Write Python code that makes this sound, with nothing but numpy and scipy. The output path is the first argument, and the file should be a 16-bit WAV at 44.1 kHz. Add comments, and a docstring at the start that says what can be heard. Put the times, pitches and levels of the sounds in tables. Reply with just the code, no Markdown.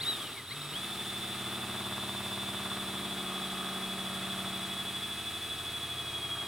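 """A cordless drill whines and scrapes as it turns a small hole saw in a plastic box on a workbench.
The trigger is blipped, eased and then held. The gears make the throbbing whine, their rattle rings
the drill's housing, and the fan and brushes hiss. The saw catches at the same places of its groove
on every turn. Its teeth chatter more and more as they cut in, then calm down once they are sunk,
while the box and bench rumble underneath."""
import sys
import numpy as np
from scipy import signal
from scipy.fft import rfft, irfft
from scipy.io import wavfile
from scipy.ndimage import uniform_filter1d

SR = 44100
rng = np.random.default_rng(int(sys.argv[2]) if len(sys.argv) > 2 else 0)


def output_pcm(signal):
    """Save a mono or channel-first signal as 16-bit PCM at the path in sys.argv[1].

    Samples are clipped to [-1, 1] before scaling.
    """
    pcm = np.clip(np.atleast_2d(signal).T, -1, 1) * 32767
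    wavfile.write(sys.argv[1], SR, np.round(pcm).astype(np.int16))


N = 285327
T = np.arange(N) / SR
HZ = np.fft.rfftfreq(N, 1 / SR)

FULL_SPEED = 285  # motor turns per second with the trigger held
MOTOR_PER_SAW_TURN, SAW_TEETH = 16.435, 11
HOUSING_HZ, HOUSING_WIDTH_HZ = 3970, 400  # where the drill's housing rings
PRESSED_S, SEATED_S, SUNK_S = 0.47, 1.67, 4.46  # the saw is pushed on, sits in its groove, is sunk in it
SHOVE_PLACE = 0.042  # how far through each turn the saw shoves the box, from 0 to 1
# The motor creeps on a half-pressed trigger. Each row: time in seconds, amount of creep from 0 to 1.
CREEP = [(.525, 0.36), (.56, 1), (.72, 1), (.76, 0)]


def amp(db):
    """Turns decibels into a gain."""
    return 10 ** (np.asarray(db) / 20)


def unit(x):
    """Scales a signal to an average (rms) size of 1."""
    return x / np.sqrt(np.mean(x ** 2) + 1e-20)


def curve(rows):
    """Joins rows of time and value with straight lines, sample by sample."""
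    return np.interp(T, *np.transpose(rows))


def spectrum(rows):
    """Spreads rows of frequency and value over all frequencies."""
    hz, value = np.transpose(rows)
    return np.interp(np.log(HZ + 1), np.log(hz + 1), value)


def colour(x, rows):
    """Filters a sound so that it rings after a blow, never before; the result has size 1."""
    cepstrum = irfft(np.log(amp(spectrum(rows))), N)
    cepstrum[1:N // 2] *= 2
    cepstrum[N // 2 + 1:] = 0
    return unit(irfft(rfft(x) * np.exp(rfft(cepstrum)), N))


def wander(rate_hz):
    """A random wobble of size 1, mostly slower than the given rate."""
    return unit(irfft(rfft(rng.standard_normal(N)) / (1 + (HZ / rate_hz) ** 4), N))


def tone(turns):
    """A sine wave of size 1."""
    return np.sqrt(2) * np.sin(2 * np.pi * turns)


def until(end_s, fade_s):
    """Starts at 1 and fades to 0, arriving at end_s."""
    return np.clip((end_s - T) / fade_s, 0, 1)


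def swells(rows):
    """A gain made of smooth swells, each with its own middle, length and level."""
    return np.sqrt(sum(amp(db) ** 2 * np.exp(-(2 * (T - s) / length) ** 2) for s, length, db in rows))


def passes(saw, place):
    """One click each time the saw passes a place in its turn."""
    return 1. * (np.diff((saw - place) % 1, prepend=0) < 0)


def stereo_noise():
    """White noise whose left and right sides are less alike in the treble."""
    # Each row: frequency in Hz, likeness of the two sides from 0 to 1.
    likeness = [(300, .98), (900, .94), (1400, .78), (2000, .8), (2600, .9), (3300, .85), (4500, .68),
                (6800, .62), (9000, .66), (10300, .55), (12500, .74), (15000, .68)]
    same = spectrum(likeness)
    mid, side = rfft(rng.standard_normal((2, N))) * np.sqrt([(1 + same) / 2, (1 - same) / 2])
    return irfft(np.array([mid + side, mid - side]), N)


def groove(saw, count=7, size=2400):
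    """The groove's roughness comes round on each turn and is slowly cut into a new shape."""
    shapes = rng.standard_normal((count, size))
    stage = np.linspace(0, count - 1, N)
    place = (saw % 1 * size).astype(int)
    return sum(shape[place] * np.cos(np.pi / 2 * np.clip(stage - k, -1, 1))
               for k, shape in enumerate(shapes))


def workshop_air(level_db=-64):
    """Faint room noise, unrelated on the left and right."""
    # Each row: frequency in Hz, relative level in dB.
    air = [(20, -12), (130, -1), (600, 1.5), (1500, -15), (4000, -3), (12000, -21)]
    return amp(level_db) * colour(rng.standard_normal((2, N)), air)


def bench_rumble(saw, speed_db, bite_db, pull):
    """Box and bench rumble with speed, jump when the motor pulls, and steady under pressure and bite."""
    # How box and bench ring. Each row: frequency in Hz, relative level in dB.
    bench = [(20, -9), (52, -42), (68, -12), (85, -8), (105, 0), (140, 1.5), (170, -9.5), (270, -16),
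             (345, -9.5), (400, -9), (480, -11), (700, -30)]
    level_db = -55 + 1.4 * speed_db - 0.39 * bite_db + 10 * pull + 3 * until(PRESSED_S, 0.05)
    return amp(level_db) * colour(groove(saw) + 0.24 * rng.standard_normal(N), bench)


def box_knocking(saw, speed_db, shudders_per_turn=7):
    """The box shudders under the hand and thumps in spells: a kick as the motor starts, then as the saw shoves
    it once a turn."""
    # How much the box rocks. Each row: time in seconds, relative level in dB.
    rocking = [(0.95, -61), (1.34, -50.5), (3.03, -57.5), (4.73, -65), (5.94, -48.5), (6.38, -50),
               (6.4, -56)]
    # Spells of thumping: first a brief kick as the motor jumps into motion, then spells of the saw shoving the
    # box. Each row: middle in seconds, length in seconds, level in dB.
    thump_spells = [(.04, 0.068, -49.5), (2.4, 1.4, -50.5), (4.7, .8, -54.5), (6.4, 0.9, -55.5)]
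    # The sound of one shove. Each row: frequency in Hz, relative level in dB.
    thump = [(20, -38), (50, -26), (80, 14), (130, 5), (250, -30), (400, -5), (520, -5.5), (750, 0),
             (1500, -2), (4000, -38)]
    angle = 2 * np.pi * (saw - SHOVE_PLACE)
    shudder = amp(curve(rocking) - 1 + 2.3 * speed_db) * np.cos(shudders_per_turn * angle)
    return shudder + swells(thump_spells) * colour(passes(saw, SHOVE_PLACE), thump)


def tooth_chatter(saw, speed_db, rise_db_per_s=1.6, fall_db_per_s=14, buzzes_per_turn=40):
    """The teeth shake the box: a hum that grows as they cut in and calms once sunk, and a light buzz."""
    # The chatter's other tones. Each entry: pitch as a multiple of the saw's speed.
    multiples = [5, 8, 13, 19, 21, 22, 25, 33, 44]
    # Each entry: that tone's relative level in dB.
    levels = [-6.5, -13, 1.5, 2, -3.5, -20, -8.5, -6, -3.5]
    # Each entry: the share of the calming that tone follows (below 0, it grows instead).
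    calming = [-.3, 0.083, 0.59, 0.83, 0.0088, 0.064, 0.076, 0.79, 1]
    calm_db = np.maximum(-fall_db_per_s * np.maximum(T - SUNK_S, 0), -16)
    pressed = amp(-8 * until(PRESSED_S, 0.04))
    contact = amp(2.3 * speed_db - 6 * until(SEATED_S, 0.99))
    angle = 2 * np.pi * (saw - SHOVE_PLACE)  # the low tones peak together at the shove
    hum_db = -45.5 + speed_db + 5 * curve(CREEP) - rise_db_per_s * np.maximum(SUNK_S - T, 0) + calm_db
    hum = amp(hum_db) * np.sqrt(2) * np.cos(SAW_TEETH * angle) * (1 + 0.07 * np.cos(angle))
    tones = np.zeros(N)
    for multiple, db, share in zip(multiples, levels, calming):
        lag = 0.055 * max(multiple - 13, 0) ** 2  # the box delays the high tones more and more
        tones += amp(db + share * calm_db + wander(3.1)) * np.sqrt(2) * np.cos(multiple * angle - lag)
    buzz = tone(buzzes_per_turn * saw + 0.097 * wander(5.6))
    return pressed * (hum + contact * (amp(-56) * tones - amp(-59) * buzz))


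def saw_scraping(saw, speed_db, bite_db, grab_turns=0.038):
    """The teeth rub the groove and knock at its high spots; the box's floor and wall ring."""
    # Where the saw catches. Each row: place in the turn from 0 to 1, relative strength in dB.
    catches = [(0.051, -3), (0.167, -3), (0.273, -5), (0.549, 0.5), (.82, -8.5), (.92, 0), (0.981, -11)]
    # How the floor of the box rings. Each row: frequency in Hz, relative level in dB.
    floor = [(120, -29), (200, -0.5), (250, 3.5), (310, 1), (400, 4.5), (510, -15.5), (600, -0.5),
             (740, -0.5), (950, 2), (1220, 1.5), (1500, -7), (2300, -11), (3500, -13), (8000, -54)]
    # How its wall rings. Each row: frequency in Hz, relative level in dB.
    wall = [(700, -31.5), (1000, -4), (1120, 3.5), (1230, 5.5), (1330, -1.5), (1500, -10), (1700, -8),
            (2000, -19.5), (3000, -46)]
    # Spells of rubbing the wall. Each row: middle in seconds, length in seconds, relative level in dB.
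    rubs = [(0.197, 0.13, -47.5), (1.546, .5, -55), (2.697, 0.24, -44.5), (3.33, 0.16, -46),
            (3.66, .34, -46), (4.25, .5, -49), (6.35, 0.13, -56)]
    scrape_db = -45 + speed_db + 0.59 * bite_db
    grip = np.clip(amp(scrape_db + 47), 0, 1) ** 2  # a harder scrape catches harder, up to a limit
    pressure = 1 + 0.21 * np.cos(2 * np.pi * SAW_TEETH * saw)
    knocks = np.zeros(N)
    for place, db in catches:
        strength = grip * amp(db + 2.1 * wander(2.6))
        pressure += 2.1 * strength * np.exp(-((saw - place) % 1) / grab_turns)
        knocks += strength * passes(saw, place)
    roughness = unit(groove(saw) + 0.52 * rng.standard_normal(N))
    force = pressure * roughness - 10 * knocks
    wall_gain = amp(-3) * np.hypot(amp(-53 + 0.79 * speed_db), swells(rubs))
    return amp(scrape_db) * colour(force, floor) + wall_gain * colour(force, wall)


def motor_noise(saw, speed_db, pull, slack):
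    """Fan and brushes hiss; rattling gears ring the housing, more so while they run slack."""
    # The hiss of fan and brushes. Each row: frequency in Hz, relative level in dB.
    fan = [(200, -1), (900, 3.5), (1600, 7.5), (2100, 8), (2600, 8), (3200, 7), (4300, 2), (5300, 1),
           (6900, -5.5), (7800, 4.5), (8800, 2.5), (10600, 4.5), (11700, -4), (15800, -6.5)]
    # How the housing rings. Each row: frequency in Hz, relative level in dB.
    housing = [(2400, -38.5), (3000, -6.5), (3300, 0.5), (3600, 0), (3900, 1.5), (4150, -6), (4600, -18),
               (6000, -58)]
    level_db = -43.5 + 0.9 * speed_db + 3 * pull - np.maximum(T - SUNK_S, 0)  # eases once the saw is sunk
    ring = amp(slack - 2) * colour(stereo_noise(), housing)
    rattle = 1 + 0.14 * wander(180) + 0.18 * slack * wander(50)
    hiss = colour(stereo_noise(), fan) * (1 + 0.055 * np.cos(2 * np.pi * saw))
    return amp(level_db) * (ring * rattle + hiss)


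def gear_squeaks():
    """The gears take up their slack with tiny chirps that rise through the housing's pitch."""
    # Each row: middle in seconds, level in dB, half-length in seconds, pitch rise in Hz per second.
    jolts = [(0.014, -34.5, 0.011, 50000), (.037, -33, 0.0045, 44300), (0.489, -45.5, 0.02, 25000),
             (0.52, -39.5, 0.012, 25000)]
    squeaks = np.zeros(N)
    for middle, db, width, rise in jolts:
        t = T - middle
        squeaks += amp(db) * np.exp(-(t / width) ** 2) * tone(HOUSING_HZ * T + rise / 2 * t ** 2)
    return squeaks


def gear_whine(speed, motor, pull, coast, meetings_per_turn=12, throbs_per_turn=0.04408):
    """Gear teeth meet in a whine that throbs as an off-centre gear turns and sputters when coasting."""
    # The housing passes some pitches better. Each row: pitch of the whine in Hz, base level in dB.
    housing_path = [(1650, -72), (1850, -69), (2000, -46.5), (2170, -44.5), (2500, -65), (2880, -47.5),
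                    (3050, -44.5), (3300, -42), (3430, -45), (3520, -46), (3700, -39.5), (3900, -32)]
    # The whine's throb. Each row: time in seconds, depth from 0 to 1.
    throb_depth = [(.7, .2), (.86, 0.4), (2.2, 0.68), (2.8, 0.67), (5.3, 0.62), (6.15, 0.57)]
    level_db = np.interp(meetings_per_turn * speed, *np.transpose(housing_path)) + 2 * pull - 3 * coast
    depth = curve(throb_depth)
    swing = 2 * np.pi * (throbs_per_turn * motor + 0.47)
    sway = 0.32 * depth * np.sin(swing)  # the pitch swings along with the throb
    throb = np.sqrt(1 + depth ** 2 + 2 * depth * np.cos(swing))  # round swells, brief dips
    jitter = 0.018 * wander(40) + 0.07 * wander(8)
    flutter = 1 + 0.12 * wander(170) + 0.08 * wander(25)
    sputter = 1 + 0.21 * coast * wander(45)
    return amp(level_db) * throb * flutter * sputter * tone(meetings_per_turn * motor + sway + jitter)


def gear_train(speed, motor, pull, coast, bite_db, flare_db=17):
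    """The whine plus weaker gear tones that come up as the saw sinks; a firm bite damps them all."""
    # The weaker tones. Each entry: pitch as a multiple of the motor's speed.
    multiples = [6, 9, 17, 22, 24, 29, 36]
    # Each entry: that tone's base level in dB.
    levels = [-65, -56, -74.5, -71.5, -71, -68.5, -71.5]
    # Each entry: the dB added to that tone while the motor creeps.
    creep_boosts = [0, -12, 30, 0, 14.5, 6, 19]
    creep, pace = curve(CREEP), speed / FULL_SPEED
    rise_db_per_s = 0.75 - 0.5 * creep
    drive = pace ** 3 * amp(-rise_db_per_s * np.maximum(SUNK_S - T, 0))
    sound = gear_whine(speed, motor, pull, coast)
    for multiple, db, boost_db in zip(multiples, levels, creep_boosts):
        # tones above the whine flare as they sweep through the housing's pitch
        detuning = 2 * (multiple * speed - HOUSING_HZ) / HOUSING_WIDTH_HZ
        flare = amp(flare_db) / (1 + detuning ** 2) * (multiple > 12)
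        gain = amp(db) * (drive * amp(boost_db * creep) + flare * pace)
        sound += gain * (1 + 0.28 * wander(50)) * tone(multiple * (motor + 0.01 * wander(35)))
    return sound * amp(-0.36 * bite_db)


def pull_and_coast(speed, hard_pull=6600, free_fall=500):
    """How hard the motor speeds up and how freely it runs down, each from about 0 to 1."""
    change = np.gradient(speed) * SR  # turns per second gained each second, like the two settings
    pull = uniform_filter1d(np.maximum(change, 0), int(0.025 * SR)) / hard_pull
    coast = np.clip(-uniform_filter1d(change, int(0.032 * SR)) / free_fall, 0, 1)
    return pull, coast


def scene():
    """One motor drives the gears and, geared down, the saw; speed and bite shape their levels."""
    # The trigger is blipped, let go, half pressed, held. Each row: time in seconds, turns per second.
    motor_speed = [(0.0, 140.7), (0.018, 177.52), (0.05, 298.87), (0.092, 329.34), (0.19, 287.85),
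                   (0.48, 123.88), (0.545, 217.38), (0.72, 217.39), (0.765, 279.27), (0.85, 291.37),
                   (1.55, 289.39), (2.15, 291.12), (2.75, 288.42), (3.2, 284.39), (3.9, 283.55),
                   (4.3, 284.85), (4.8, 282.91), (5.35, 285.42), (5.9, 282.18), (6.33, 274.91)]
    # How hard the teeth bite the plastic. Each row: time in seconds, relative level in dB.
    bite = [(0.85, -45.5), (1.1, -47), (1.65, -40.5), (2.44, -45), (3.29, -41.5), (4.59, -43), (5.27, -47),
            (6.29, -46.5), (6.4, -43.5)]
    speed = curve(motor_speed)
    motor = np.cumsum(speed) / SR  # motor and saw count the turns each has made
    motor -= np.interp(3, T, motor)  # turn zero falls at 3 seconds
    saw = motor / MOTOR_PER_SAW_TURN
    speed_db = 20 * np.log10(speed / FULL_SPEED)
    bite_db = curve(bite) + 40.5  # 0 dB is the firmest bite
    pull, coast = pull_and_coast(speed)
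    slack = (coast + curve(CREEP)) * speed / FULL_SPEED
    gears = gear_train(speed, motor, pull, coast, bite_db) + gear_squeaks()
    drill = gears + motor_noise(saw, speed_db, pull, slack)
    scrape = saw_scraping(saw, speed_db, bite_db)
    rumble = bench_rumble(saw, speed_db, bite_db, pull)
    shaking = tooth_chatter(saw, speed_db) + box_knocking(saw, speed_db)
    return drill + scrape + rumble - shaking + workshop_air()


def record(dry, top_hz=15920):
    """Puts left and right slightly out of step and cuts off the highest treble."""
    # Each row: frequency in Hz, how far the left side leads in radians.
    left_lead = [(0, 0), (110, -.02), (190, -.12), (300, -.05), (500, -.13), (750, -.1), (1460, -.15),
                 (1900, 0), (3000, -.05), (3500, -.2), (4130, -1.7), (4900, .3), (7300, 0), (9000, -.3),
                 (10200, -.9), (11500, 0)]
    shift = np.exp(0.5j * spectrum(left_lead))
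    stereo = irfft(rfft(dry) * np.array([shift, 1 / shift]), N)
    lowpass = signal.firwin(1023, top_hz, window=("kaiser", 9), fs=SR)
    return signal.oaconvolve(stereo, lowpass[None], "same")


dry = scene()
out = record(dry)
output_pcm(out)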